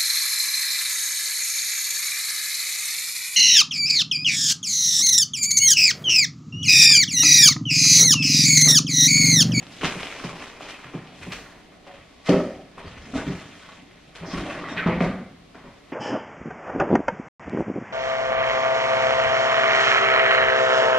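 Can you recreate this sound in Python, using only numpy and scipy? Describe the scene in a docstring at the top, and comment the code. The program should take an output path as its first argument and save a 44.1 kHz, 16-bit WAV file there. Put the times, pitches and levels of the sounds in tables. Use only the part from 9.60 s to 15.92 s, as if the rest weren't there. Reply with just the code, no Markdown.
"""Pillow and boxes in a living room

A plastic-wrapped pillow is laid down close by; two cardboard boxes are carried, set on a table and
turned over further off. Blows ring decaying modes; film and card rustle as dense shaped clicks,
creases snap as short sines, rubbed walls drum, edges squeak as gliding noise, steps shake the floor.
A live room adds tails; two close microphone ports hear the treble mostly as a left-right difference."""
import sys
import numpy as np
from scipy import signal
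from scipy.fft import rfft, irfft
from scipy.io import wavfile

SR = 44100
rng = np.random.default_rng(int(sys.argv[2]) if len(sys.argv) > 2 else 0)


def to_wav(sig):
    """Store sig (one row per channel, or 1-D mono) as 16-bit WAV at the path in sys.argv[1].

    Samples outside -1..1 are clipped; the rate is SR.
    """
    pcm = np.clip(np.atleast_2d(sig), -1, 1) * 32767
    pcm = np.round(pcm).astype(np.int16)
    wavfile.write(sys.argv[1], SR, pcm.T)  # frames by channels


N = 278712
TIME_S = np.arange(N) / SR
FILM_UNTIL_S = 1.8   # the wrapped pillow is heard until then, card afterwards


def amp(db):
    """dB to gain."""
    return 10 ** (np.asarray(db) / 20)


def rms_one(x):
    """Scale to rms 1."""
    return x / np.sqrt(np.mean(x ** 2) + 1e-20)


def in_time(rows):
    """Columns of a curve table at every sample."""
    s, *columns = np.transpose(rows)
    return [np.interp(TIME_S, s, column) for column in columns]


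def at_hz(points, hz):
    """Read a spectrum table on a log-frequency axis."""
    table_hz, table_value = np.array(points).T
    return np.interp(np.log(hz), np.log(table_hz), table_value)


def colour(x, points):
    """Filter x by the spectrum of the table."""
    hz = np.arange(1, N // 2 + 2) * SR / N
    return irfft(rfft(x) * amp(at_hz(points, hz)), N)


def split(x, hz):
    """Low and high part of x, each of rms 1, signed so that they add without a gap."""
    low = signal.sosfilt(signal.butter(2, hz, "low", fs=SR, output="sos"), x)
    high = signal.sosfilt(signal.butter(2, hz, "high", fs=SR, output="sos"), x)
    return rms_one(low), -rms_one(high)


def drift(rate_hz):
    """Slow random wander of rms 1: noise through two equal poles, drawn every 40 samples."""
    r = np.exp(-80 * np.pi * rate_hz / SR)
    slow = signal.lfilter([1], [1, -2 * r, r * r], rng.standard_normal(N // 40 + 2002))
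    slow = slow[2000:]   # skip the settling
    return np.interp(np.arange(N) / 40, np.arange(len(slow)), rms_one(slow))


def swell(start_s, swell_s, swell_db, fade_db_per_s):
    """Level in dB about the peak: a rise through the start, then a steady fade."""
    late_s = TIME_S - start_s - swell_s
    return np.where(late_s < 0, swell_db * late_s / max(swell_s, .003), -fade_db_per_s * late_s)


def ring(clicks, hz, t60_s):
    """A two-pole resonator: a unit click sets a decaying sine ringing."""
    r, w = amp(-60 / (t60_s * SR)), 2 * np.pi * hz / SR
    return signal.lfilter([0, np.sin(w)], [1, -2 * r * np.cos(w), r * r], clicks + 1e-18)


def grains(per_s, spread_db, clump_db):
    """Clumped random clicks of uneven size; rms 1."""
    sizes = amp(spread_db * np.minimum(rng.exponential(1, N), 4)) * rng.choice([-1, 1], N)
    happens = rng.random(N) < per_s / SR
    return rms_one(sizes * happens * amp(clump_db * drift(44)))


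def blows(table, modes):
    """Each blow is a short push that strikes every mode anew; hard ones favour the high modes."""
    mode_scatter, luck_db, held_damping = 0.02, 2.0, 2.9   # damping: added decay rate per octave off pitch
    contact_s = .0001
    out, length = np.zeros(N + SR), SR // 3
    t = np.arange(length) / SR
    push = t * np.exp(-t / contact_s)
    shape = (len(table), len(modes))
    lucks = rng.normal(0, luck_db, shape)
    bends = 1 + mode_scatter * rng.standard_normal(shape)   # each blow flexes the body
    for (s, peak_db, hard_db, *shift), luck, bend in zip(table, lucks, bends):
        pitch = shift[0] if shift else 1
        damping = 1 + held_damping * abs(np.log2(pitch))
        body, sign = np.zeros(length), 1
        for (hz, mode_db, t60_s), mode_luck, mode_bend in zip(modes, luck, bend):
            level_db = mode_db + mode_luck + hard_db * np.log2(hz / 300)
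            body += sign * amp(level_db) * ring(push, hz * pitch * mode_bend, t60_s / damping)
            sign = -sign   # neighbouring modes start in opposite directions
        at = round(s * SR)
        out[at:at + length] += amp(peak_db) * body / np.abs(body).max()
    return out[:N]


# Knocks. Each row: start in seconds, peak in dB, hardness in dB per octave about 300 Hz,
# pitch factor (a held or tilted box rings off its free pitch).
WIDE_BLOWS = [(3.245, -32, -0.5, 0.79), (3.534, -25, -2.5, 1.14), (3.545, -29, 1, 1.12),
              (3.553, -19, -6, 1.25), (3.58, -28.5, 3, 1.03), (3.61, -30, 5, 1.23),
              (3.667, -24.5, -3.5, 1.32), (3.678, -21, -8, 0.81), (3.693, -20.5, -6, 0.81),
              (3.741, -29, -3.5, 0.73), (4.612, -34, -2, 0.89), (4.63, -29, -2, 0.85),
              (4.676, -31, 0, 1.57), (4.734, -26, -5, 0.92), (4.764, -25, -5, 0.9), (4.79, -31, -7, 0.91),
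              (4.815, -32, -6, 0.8), (5.112, -29, -1, 1.25), (5.172, -32, -5, 0.88), (5.212, -33, -4, 0.86),
              (5.261, -11, -1, 0.99), (5.284, -13, 1, 0.95), (5.325, -20, 0, 1.01), (5.372, -27, -3, 1.01),
              (5.406, -11, -0.3, 1.05), (5.428, -15.5, 0.5, 0.92), (5.459, -19.5, -3, 1.0),
              (5.497, -23, -4, 1.09), (5.54, -30, -5, 1.02), (5.582, -31.5, -2, 1.02),
              (5.946, -44, 0, 1.32), (5.965, -43, 4, .9), (6.038, -40.5, 2.7, 1.11),
              (6.057, -38.5, 1, 1.05), (6.085, -37.5, -4, 0.7)]
# Box modes. Each row: free pitch in Hz, relative level in dB at zero hardness, undamped t60 in seconds.
WIDE_BOX = [(67.6, -26, 0.11), (127.6, -19, 0.25), (164, -7.5, 0.13), (205.4, 6, 0.07),
            (252.5, -4.5, 0.064), (345.4, -14.5, 0.19), (521, -7, 0.1), (632, -8.5, 0.05),
            (697, -8.5, 0.071), (850, -17, 0.08), (1177, -7.5, 0.027), (1354, -13.5, 0.034),
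            (2130, -1, 0.013), (3130, -11, .008)]


def wide_box():
    """The wide card box rings at its modes, shorter when held off its free pitch."""
    return blows(WIDE_BLOWS, WIDE_BOX)


# Landing, rocking, a later tap. Each row: start in seconds, peak in dB.
NARROW_BLOWS = [(2.686, -15), (2.69, -6), (2.706, -14.5), (2.716, -15.5), (2.734, -12), (2.759, -13),
                (2.783, -21), (2.799, -15), (2.849, -23.5), (3.175, -36.5)]
# Box modes. Each row: pitch in Hz, relative level in dB at zero hardness, t60 in seconds.
NARROW_BOX = [(106, -11, 0.11), (179.7, 1, 0.1), (219.5, 6, 0.083), (265, 0, 0.11), (296, -5, 0.12),
              (388.8, 1.5, 0.13), (520, 0.5, 0.13), (568, 1.5, 0.095), (627, 0, 0.12), (690, -15, 0.06),
              (770, -10, 0.061), (1180, -18, .05), (1297, -9, 0.11), (1840, -9, 0.055)]


def narrow_box():
    """The narrow card box rings at its modes, all blows equally hard."""
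    hard_db_per_octave = -0.5
    return blows([(s, db, hard_db_per_octave) for s, db in NARROW_BLOWS], NARROW_BOX)


# Pillow and hands knock the near table. Each row: start in seconds, peak in dB,
# hardness in dB per octave about 300 Hz.
NEAR_BLOWS = [(0.232, -16, 2.5), (0.355, -27.5, -1), (0.639, -25.5, -1), (0.648, -26.5, 2), (0.73, -30, 4),
              (1.005, -45, 11), (1.243, -42, -27), (1.341, -25.5, -0.5), (1.611, -44, 3), (1.669, -31, -1)]
# Table modes. Each row: pitch in Hz, relative level in dB at zero hardness, t60 in seconds.
NEAR_TABLE = [(127.4, -5, 0.3), (153.6, 0, 0.21), (181.4, 2.5, 0.13), (248, 2, 0.065), (368, 10, 0.016),
              (583, 0, 0.048), (757, -10, 0.076), (1004, 0, 0.028), (1660, -9, 0.022)]


def near_table():
    """The near table rings at its modes under the pillow and hands."""
    return blows(NEAR_BLOWS, NEAR_TABLE)


# Single snaps and ticks, loud and faint. 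Each row: start in seconds, peak in dB, pitch in Hz.
SNAPS = [(0.068, -27.5, 3080), (0.201, -36, 2420), (0.2125, -22, 1980), (0.24, -17, 1050),
         (0.247, -15, 1500), (0.308, -19, 2100), (0.325, -27, 1900), (0.399, -20, 2200),
         (0.4315, -14.5, 2700), (0.433, -20, 950), (0.453, -27, 1500), (0.4535, -36, 7000),
         (0.47, -18, 2410), (0.476, -22, 2350), (0.515, -22, 2300), (0.5155, -38, 6000), (0.526, -20, 2000),
         (0.553, -26, 2400), (0.563, -25, 2500), (0.601, -23, 1400), (0.627, -38, 6500), (0.639, -24, 902),
         (0.652, -36, 5500), (0.73, -32, 2000), (0.792, -30, 2500), (0.841, -36, 6000), (0.852, -28, 2100),
         (0.869, -27, 2000), (0.9, -30, 2600), (1.008, -25, 825), (1.0095, -42, 7000), (1.026, -29, 2300),
         (1.093, -32, 2800), (1.12, -30, 1710), (1.142, -30, 2400), (1.243, -31, 1500), (1.268, -32, 2000),
         (1.336, -30.5, 1120), (1.345, -30, 900), (1.473, -30, 2520), (1.615, -33, 2130),
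         (1.632, -33, 2600), (1.695, -42, 10000), (1.72, -47, 13000), (1.727, -29, 6000),
         (1.7275, -44, 11000), (1.722, -19, 3480), (2.267, -36, 940), (2.673, -33, 2450), (2.688, -15, 795),
         (2.849, -32, 1920), (3.181, -26, 987), (3.54, -27, 1370), (3.562, -30, 2600), (4.312, -39, 2020),
         (4.778, -23, 1450), (4.91, -26, 1400), (5.041, -24, 1220), (5.087, -22, 1590), (5.168, -31, 2880),
         (5.174, -15.5, 1820), (5.18, -16.5, 2410), (5.265, -17, 910), (5.272, -15, 900),
         (5.406, -15.5, 1350), (5.515, -27.5, 1280), (5.948, -37, 1200), (5.955, -34, 1580),
         (5.97, -39, 1000), (6.041, -40, 1000), (6.052, -39, 600), (6.062, -42, 1018)]
# A box edge or flap meets a hard surface; the 225 Hz row is air pushed out as the narrow box lands. Each row:
# start in seconds, peak in dB, pitch in Hz.
EDGE_CRACKS = [(2.6927, -4, 225), (2.692, -13.5, 2880), (2.694, -16.5, 4840), (2.739, -20, 1930),
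               (4.558, -26.5, 3200), (4.737, -23.5, 265), (5.411, -21.5, 2650), (5.948, -45, 420),
               (6.041, -38.5, 380)]


def snaps(rustle_db):
    """A snap swings up within a fraction of a cycle and rings a few more; small ones are random."""
    film_cycles, card_cycles = 3.4, 7.4   # cycles to fall 60 dB
    small_count, small_over_rustle_db, small_spread_db = 70, 6, 12
    low_hz, high_hz = 910, 3210
    small = []
    for when, level, pitch in rng.random((small_count, 3)):
        db = rustle_db[int(when * N)] + small_over_rustle_db + small_spread_db * (level - .5)
        small.append((when * N / SR, db, low_hz * (high_hz / low_hz) ** pitch))
    out, t = np.zeros(N + SR), np.arange(SR // 50) / SR
    for s, db, hz in list(SNAPS) + list(EDGE_CRACKS) + small:
        at = round(s * SR)
        cycles = film_cycles if s < FILM_UNTIL_S else card_cycles
        swing = np.minimum(t * hz / 0.56, 1) * amp(-60 * t * hz / cycles)
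        out[at:at + len(t)] += amp(db) * np.sin(2 * np.pi * hz * t) * swing / swing.max()
    return out[:N]


# Steady creasing under the grips. Each row: time in seconds, rustle body in dB,
# crispness (treble over body) in dB.
CREASING = [(0.0, -51, -3.5), (0.19, -55, 6.5), (0.35, -42.5, -6), (0.7, -42.5, -6), (0.88, -47.5, -7),
            (0.96, -49, -13), (1.12, -46.5, -9), (1.45, -55, -9.5), (1.6, -55.5, 3.5), (1.9, -52, -6),
            (2.16, -60, -7), (3.11, -57.5, -10), (3.26, -47.5, -12), (3.5, -50.5, -4.5), (3.7, -43, -4.5),
            (3.91, -54, 2), (4.14, -50, -6), (4.24, -58, -10.5), (4.6, -59.5, -3.5), (4.75, -39, -6.5),
            (5.2, -40.5, -39), (5.5, -63, -23), (5.65, -64, -6), (6.32, -57.5, -2)]
# Film or card gripped and crushed. Each row: start in seconds, swell in seconds,
# peak rustle body in dB, crispness in dB.
GRIPS = [(0.205, 0.008, -37, -8), (0.218, 0.028, -23.5, -7.5), (0.29, 0.0095, -33.5, -6),
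         (0.375, 0.03, -39.5, -2), (0.425, 0.011, -43, 0.5), (0.62, 0.021, -41, -2.5),
         (0.76, 0.063, -39.5, -8.5), (0.98, 0.045, -41.5, -5), (1.07, 0.019, -44, -2),
         (1.21, 0.032, -42, -18), (1.326, 0.013, -40, -21), (1.58, 0.051, -46.5, 0.5),
         (1.701, 0.024, -39, -0.5), (2.255, 0.019, -47, -6), (2.32, 0.024, -49.5, -9),
         (2.65, 0.029, -36.5, -0.5), (2.685, 0.011, -28.5, -20), (3.165, 0.012, -42, -15.5),
         (3.24, 0.036, -50.5, -6.5), (3.53, 0.034, -35, -7.5), (4.545, 0.008, -47, -1),
         (4.61, 0.025, -38.5, -23), (4.68, 0.066, -35.5, -15), (4.86, 0.038, -35, -14),
         (5.06, 0.029, -40, -9.5), (5.159, 0.007, -33, -26), (5.252, 0.023, -29, -27),
         (5.391, 0.021, -31.5, -13.5), (5.93, 0.022, -47.5, -31), (6.03, 0.012, -53.5, -25)]


def handling():
    """Grips add their power to the steady creasing; returns rustle level and crispness in dB."""
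    swell_db, film_fade_db_per_s, card_fade_db_per_s = 20, 157, 115.5   # film springs back faster
    level_db, crisp_db = in_time(CREASING)
    body, top = amp(2 * level_db), amp(2 * (level_db + crisp_db))   # powers
    for s, swell_s, db, own_crisp_db in GRIPS:
        fade = film_fade_db_per_s if s < FILM_UNTIL_S else card_fade_db_per_s
        power = amp(2 * (db + swell(s, swell_s, swell_db, fade)))
        body = body + power
        top = top + power * amp(2 * own_crisp_db)
    return 10 * np.log10(body), 10 * np.log10(top / body)


def patchy(x, tilt_db):
    """Half-octave bands swell and sink each at its own pace, under a common tilt level above 3.4 kHz."""
    patch_db, patch_rate_hz = 1.5, 10
    octaves_over_300 = np.log2(np.arange(1, N // 2 + 2) * SR / N / 300)
    spectrum, out = rfft(x), 0
    for k in range(12):
        share = np.clip(1 - np.abs(2 * np.clip(octaves_over_300, 0, 5.5) - k), 0, 1)
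        tilt_octaves = min(k / 2, 3.5) - np.log2(5)   # about 1.5 kHz
        gain_db = patch_db * drift(patch_rate_hz) + tilt_db * tilt_octaves
        out = out + irfft(spectrum * share, N) * amp(gain_db)
    return out


# Card panels that ring when scraped. Each row: pitch in Hz, width in Hz, mean relative level in dB.
CARD_PANELS = [(662, 97, 4), (970, 120, -2), (1149, 56, 1), (1302, 69, 0.5), (1526, 78, 0), (1845, 130, -5),
               (2125, 180, 0), (2360, 120, -8), (2795, 65, -14.5)]


def panels(scrape):
    """Each card panel resonates at its own pitch in the scraping and drifts in level; rms 1."""
    swing_db, swing_rate_hz = 3.0, 7.0
    out = 0
    for hz, width_hz, db in CARD_PANELS:
        t60_s = np.log(1000) / (np.pi * width_hz)
        gain = amp(db + swing_db * drift(swing_rate_hz))
        out = out + gain * rms_one(ring(scrape, hz, t60_s))
    return rms_one(out)


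# Rustle spectrum. Each row: frequency in Hz, relative level in dB per Hz.
RUSTLE = [(180, -1.5), (300, 3.5), (550, 1), (750, -0.5), (1790, -2), (2560, -5), (4470, -19), (6840, -26),
          (10600, -37.5), (12700, -55.5), (15000, -52)]
# Crease size: small ones sound brighter. Each row: time in seconds, tilt in dB per octave about 1.5 kHz.
CREASE_TILT = [(0, -1.5), (0.2, 0.5), (0.3, 0), (0.42, -0.8), (0.6, 0.7), (0.72, -1), (0.85, 1), (1.0, 0.6),
               (1.3, 0.6), (1.45, 0), (1.7, -1), (2.2, 0.7), (2.67, 4), (2.72, -3.5), (2.95, 2), (3.2, 1.8),
               (3.45, 2.5), (3.56, 1.4), (3.8, 1.1), (4.2, 3), (4.56, 1.5), (4.63, -1), (4.8, 3.4),
               (4.92, 2.5), (5.05, 2.5), (5.18, 0), (5.27, 3), (5.42, 1), (5.6, -1), (5.96, 0), (6.06, 0.2),
               (6.32, -2)]
# Film over card. Each row: frequency in Hz, gain in dB.
FILM_SHEEN = [(1000, 1), (1700, -1.5), (2600, 0.5), (3800, -0.5), (6000, 0.5), (13000, -0.5)]


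def rustle(level_db, crisp_db):
    """Creases buckle by the thousand; stiffer ones add treble, film crinkles brightly, card rings."""
    film_leaves_s, crinkle_db, panels_db = 0.04, -7, -6   # crinkles over creases, panels over rustle
    on_film = np.clip((FILM_UNTIL_S - TIME_S) / film_leaves_s, 0, 1)
    creases = grains(3000.0, 1.13, 1.22)
    creases = creases + on_film * amp(crinkle_db) * grains(320.0, 2.5, 3.9)   # lone sharp crinkles
    plain = rms_one(patchy(colour(creases, RUSTLE), in_time(CREASE_TILT)[0]))
    film = colour(plain, FILM_SHEEN)
    card = plain + amp(panels_db) * panels(creases)
    body, top = split(on_film * film + (1 - on_film) * card, 3880)
    return amp(level_db) * (body + amp(crisp_db) * top)


# Drumming spectrum. Each row: frequency in Hz, relative level in dB per Hz.
DRUMMING = [(29, -93), (50, -59), (86, -1), (172, 2.5), (240, 0.5), (330, -2.5), (443, -9.5), (617, -8.5),
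            (774, -4), (849, -30), (1200, -22), (1560, -62.5), (2640, -120)]
# Card walls rubbed. Each row: time in seconds, level of the lower part in dB,
# tautness (upper over lower part) in dB.
RUBBING = [(0.0, -48, -9), (0.49, -59.5, 3), (0.65, -54.5, 4), (0.86, -60, 1), (1.28, -63, 5),
           (1.6, -50.5, -5.5), (1.97, -56.5, -3), (2.71, -63.5, 3), (2.85, -45, 3), (2.99, -55, 8.5),
           (3.22, -56, -15), (3.68, -41.5, -7), (4.03, -58.5, -4), (4.59, -58, -5), (4.79, -41, -2),
           (5.21, -52, 3), (5.4, -41, -11), (5.6, -44.5, -8), (5.74, -53, -15), (6.32, -62.5, -6)]


def drumming():
    """Hands and edges drag over the card and keep its walls rumbling; taut walls sound higher."""
    level_db, taut_db = in_time(RUBBING)
    low, high = split(colour(grains(2500.0, 2.9, 0.37), DRUMMING), 330)
    return amp(level_db) * (low + amp(taut_db) * high)


# Card edges that stick and slip. 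Each row: start in seconds, length in seconds, first pitch in Hz,
# last pitch in Hz, pole width in Hz, rms in dB before the ends are tapered.
SQUEAKS = [(2.264, 0.093, 560, 570, 14, -48), (2.272, 0.05, 810, 680, 25, -49.5),
           (3.255, 0.045, 4500, 4600, 200, -57), (3.372, 0.035, 5950, 6000, 40, -64),
           (3.41, .06, 5300, 5200, 90, -65), (3.445, 0.075, 6800, 5500, 40, -66),
           (4.178, 0.12, 180, 330, 30, -55.5), (4.652, 0.1, 5100, 5080, 730, -49),
           (4.659, 0.06, 6400, 6000, 200, -60), (4.785, 0.059, 340, 330, 12, -32),
           (4.857, 0.041, 330, 310, 18, -34), (4.85, 0.085, 640, 600, 60, -38.5),
           (4.955, .13, 290, 320, 28, -41.5), (5.09, 0.05, 3750, 3620, 90, -49),
           (5.085, 0.064, 5450, 5600, 92, -58), (5.165, 0.039, 3700, 3700, 230, -45),
           (5.168, .04, 2900, 2800, 350, -40), (4.97, .14, 1150, 1130, 54, -44),
           (5.168, 0.055, 2000, 1950, 280, -31.5), (3.571, 0.039, 1480, 1520, 59, -37.5),
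           (5.185, 0.025, 1520, 1500, 57, -31), (5.224, 0.02, 1310, 1320, 41, -34),
           (5.222, 0.025, 2150, 2250, 160, -34.5), (5.3, 0.0478, 2200, 2050, 220, -34.5),
           (4.895, 0.05, 2650, 2600, 150, -43), (5.04, 0.0456, 1950, 2020, 68, -42),
           (3.563, 0.029, 3700, 3650, 80, -47)]


def squeaks():
    """Uneven slips make a narrow band of noise round a gliding pitch."""
    out = np.zeros(N)
    for s, length_s, first_hz, last_hz, width_hz, db in SQUEAKS:
        n, at = round(length_s * SR), round(s * SR)
        slips = rng.standard_normal(SR // 2) + 1j * rng.standard_normal(SR // 2)
        r = np.exp(-2 * np.pi * width_hz / SR)
        slips = signal.lfilter([1], [1, -2 * r, r * r], slips)[-n:]
        turn = np.exp(2j * np.pi * np.cumsum(np.linspace(first_hz, last_hz, n)) / SR)
        out[at:at + n] += amp(db) * rms_one((slips * turn).real) * signal.windows.tukey(n, .25)
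    return out


# Feet and bumps. Each row: time of the peak in seconds, level in dB.
THUMPS = [(0.25, -51), (0.42, -59), (0.67, -59), (1.39, -61), (1.62, -45), (1.76, -45), (2.39, -56),
          (2.73, -39), (2.96, -53), (3.27, -39), (3.33, -46), (3.39, -48), (3.44, -49), (3.57, -39),
          (3.71, -51), (4.63, -45), (4.77, -35), (5.3, -43), (5.37, -37), (5.47, -36), (6.02, -61)]


def floor_shake():
    """Each thump swells and fades in the lowest bass over a faint constant hum."""
    swell_s, swell_db, fade_db_per_s, hum_db = 0.027, 17, 194, -63
    bass = signal.butter(2, [34.0, 85.0], "band", fs=SR, output="sos")
    shake = rms_one(signal.sosfilt(bass, rng.standard_normal(N)))
    gain = amp(hum_db)
    for s, db in THUMPS:
        gain = gain + amp(db + swell(s - swell_s, swell_s, swell_db, fade_db_per_s))
    return gain * shake


# Reverberation. Each row: frequency in Hz, t60 in seconds.
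ROOM_T60 = [(60, 0.089), (250, 0.37), (700, 0.5), (2000, 0.59), (5000, 0.51), (12000, 1)]
# Each row: time in seconds, room over direct sound of the blows in dB.
DISTANCE = [(0, -7.5), (1.3, 3.5), (2.3, 2.5), (6.32, 5)]


def room(hits, handled):
    """Two unrelated diffuse tails, each octave dying at its own rate after a 1 ms onset."""
    handled_db, onset_s = -9.5, 0.001   # handling reaches the room less than blows
    x = amp(in_time(DISTANCE)[0]) * (hits + amp(handled_db) * handled)
    t, tails = np.arange(SR) / SR, 0
    for low_hz in 40 * 2.0 ** np.arange(9):
        edges_hz = [low_hz, min(2 * low_hz, .45 * SR)]
        band = signal.butter(2, edges_hz, "band", fs=SR, output="sos")
        noise = signal.sosfilt(band, rng.standard_normal((2, SR)))
        tails = tails + noise * amp(-60 * t / at_hz(ROOM_T60, 1.4 * low_hz))
    tails = tails * np.clip(t / onset_s, 0, 1)
    tails = tails / np.sqrt(np.sum(tails[0] ** 2))
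    return signal.fftconvolve(x[None], tails, axes=1)[:, :N]


# Each row: frequency in Hz, gain of the difference of the ports over their sum in dB.
PORTS = [(60, -77), (200, -30.5), (500, -22.5), (1000, -16.5), (2000, -15), (4000, -3.5), (6000, 1),
         (9000, 8.5), (15000, 23.5)]


def port_difference(direct, wet):
    """Nearby surfaces reach the two close ports unequally; the difference grows with frequency."""
    t = np.arange(SR // 20) / SR
    early = rng.standard_normal(len(t)) * np.exp(-t / 0.014)
    gradient = signal.fftconvolve(direct, early / np.sqrt(np.sum(early ** 2)))[:N]
    return colour(amp(-2.0) * gradient + amp(-3.5) * wet, PORTS)


# Room air in the sum of the ports. Each row: frequency in Hz, relative level in dB per Hz.
AIR = [(12, -36.5), (20, 11), (266, -13), (505, -15), (686, -12), (834, -3), (1410, -13), (2090, -3.5),
       (3750, -6), (7950, -21.5), (9660, -21.5), (12400, -28), (15500, -84)]
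# Room air in the difference of the ports. Each row: frequency in Hz, relative level in dB per Hz.
AIR_SIDE = [(12, -81), (20, -46), (129, -8), (382, 0), (631, -7), (3080, -15), (4070, -14.5), (12800, -36),
            (14300, -45.5), (15500, -67)]


def room_air(spectrum, rms_db):
    """Steady noise of the given spectrum."""
    return amp(rms_db) * rms_one(colour(rng.standard_normal(N), spectrum))


def whine():
    """A faint steady sine."""
    hz, rms_db = 13017, -96
    return amp(rms_db) * rms_one(np.sin(2 * np.pi * hz * TIME_S))


def scene():
    """Sum and difference of the two ports, returned as left and right."""
    rustle_db, crisp_db = handling()
    hits = wide_box() + narrow_box() + near_table() + snaps(rustle_db)
    handled = rustle(rustle_db, crisp_db) + drumming() + squeaks()
    wet = room(hits, handled)
    mid = hits + handled + wet[0] + floor_shake() + room_air(AIR, -59.5) + whine()
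    side = port_difference(hits + handled, wet[1]) + room_air(AIR_SIDE, -57.5)
    return np.array([mid + side, mid - side])


def record(dry):
    """A steep low-pass cuts the top."""
    cutoff_hz = 15650
    return signal.sosfilt(signal.ellip(10, .5, 70, cutoff_hz, fs=SR, output="sos"), dry)


dry = scene()
out = record(dry)
to_wav(out)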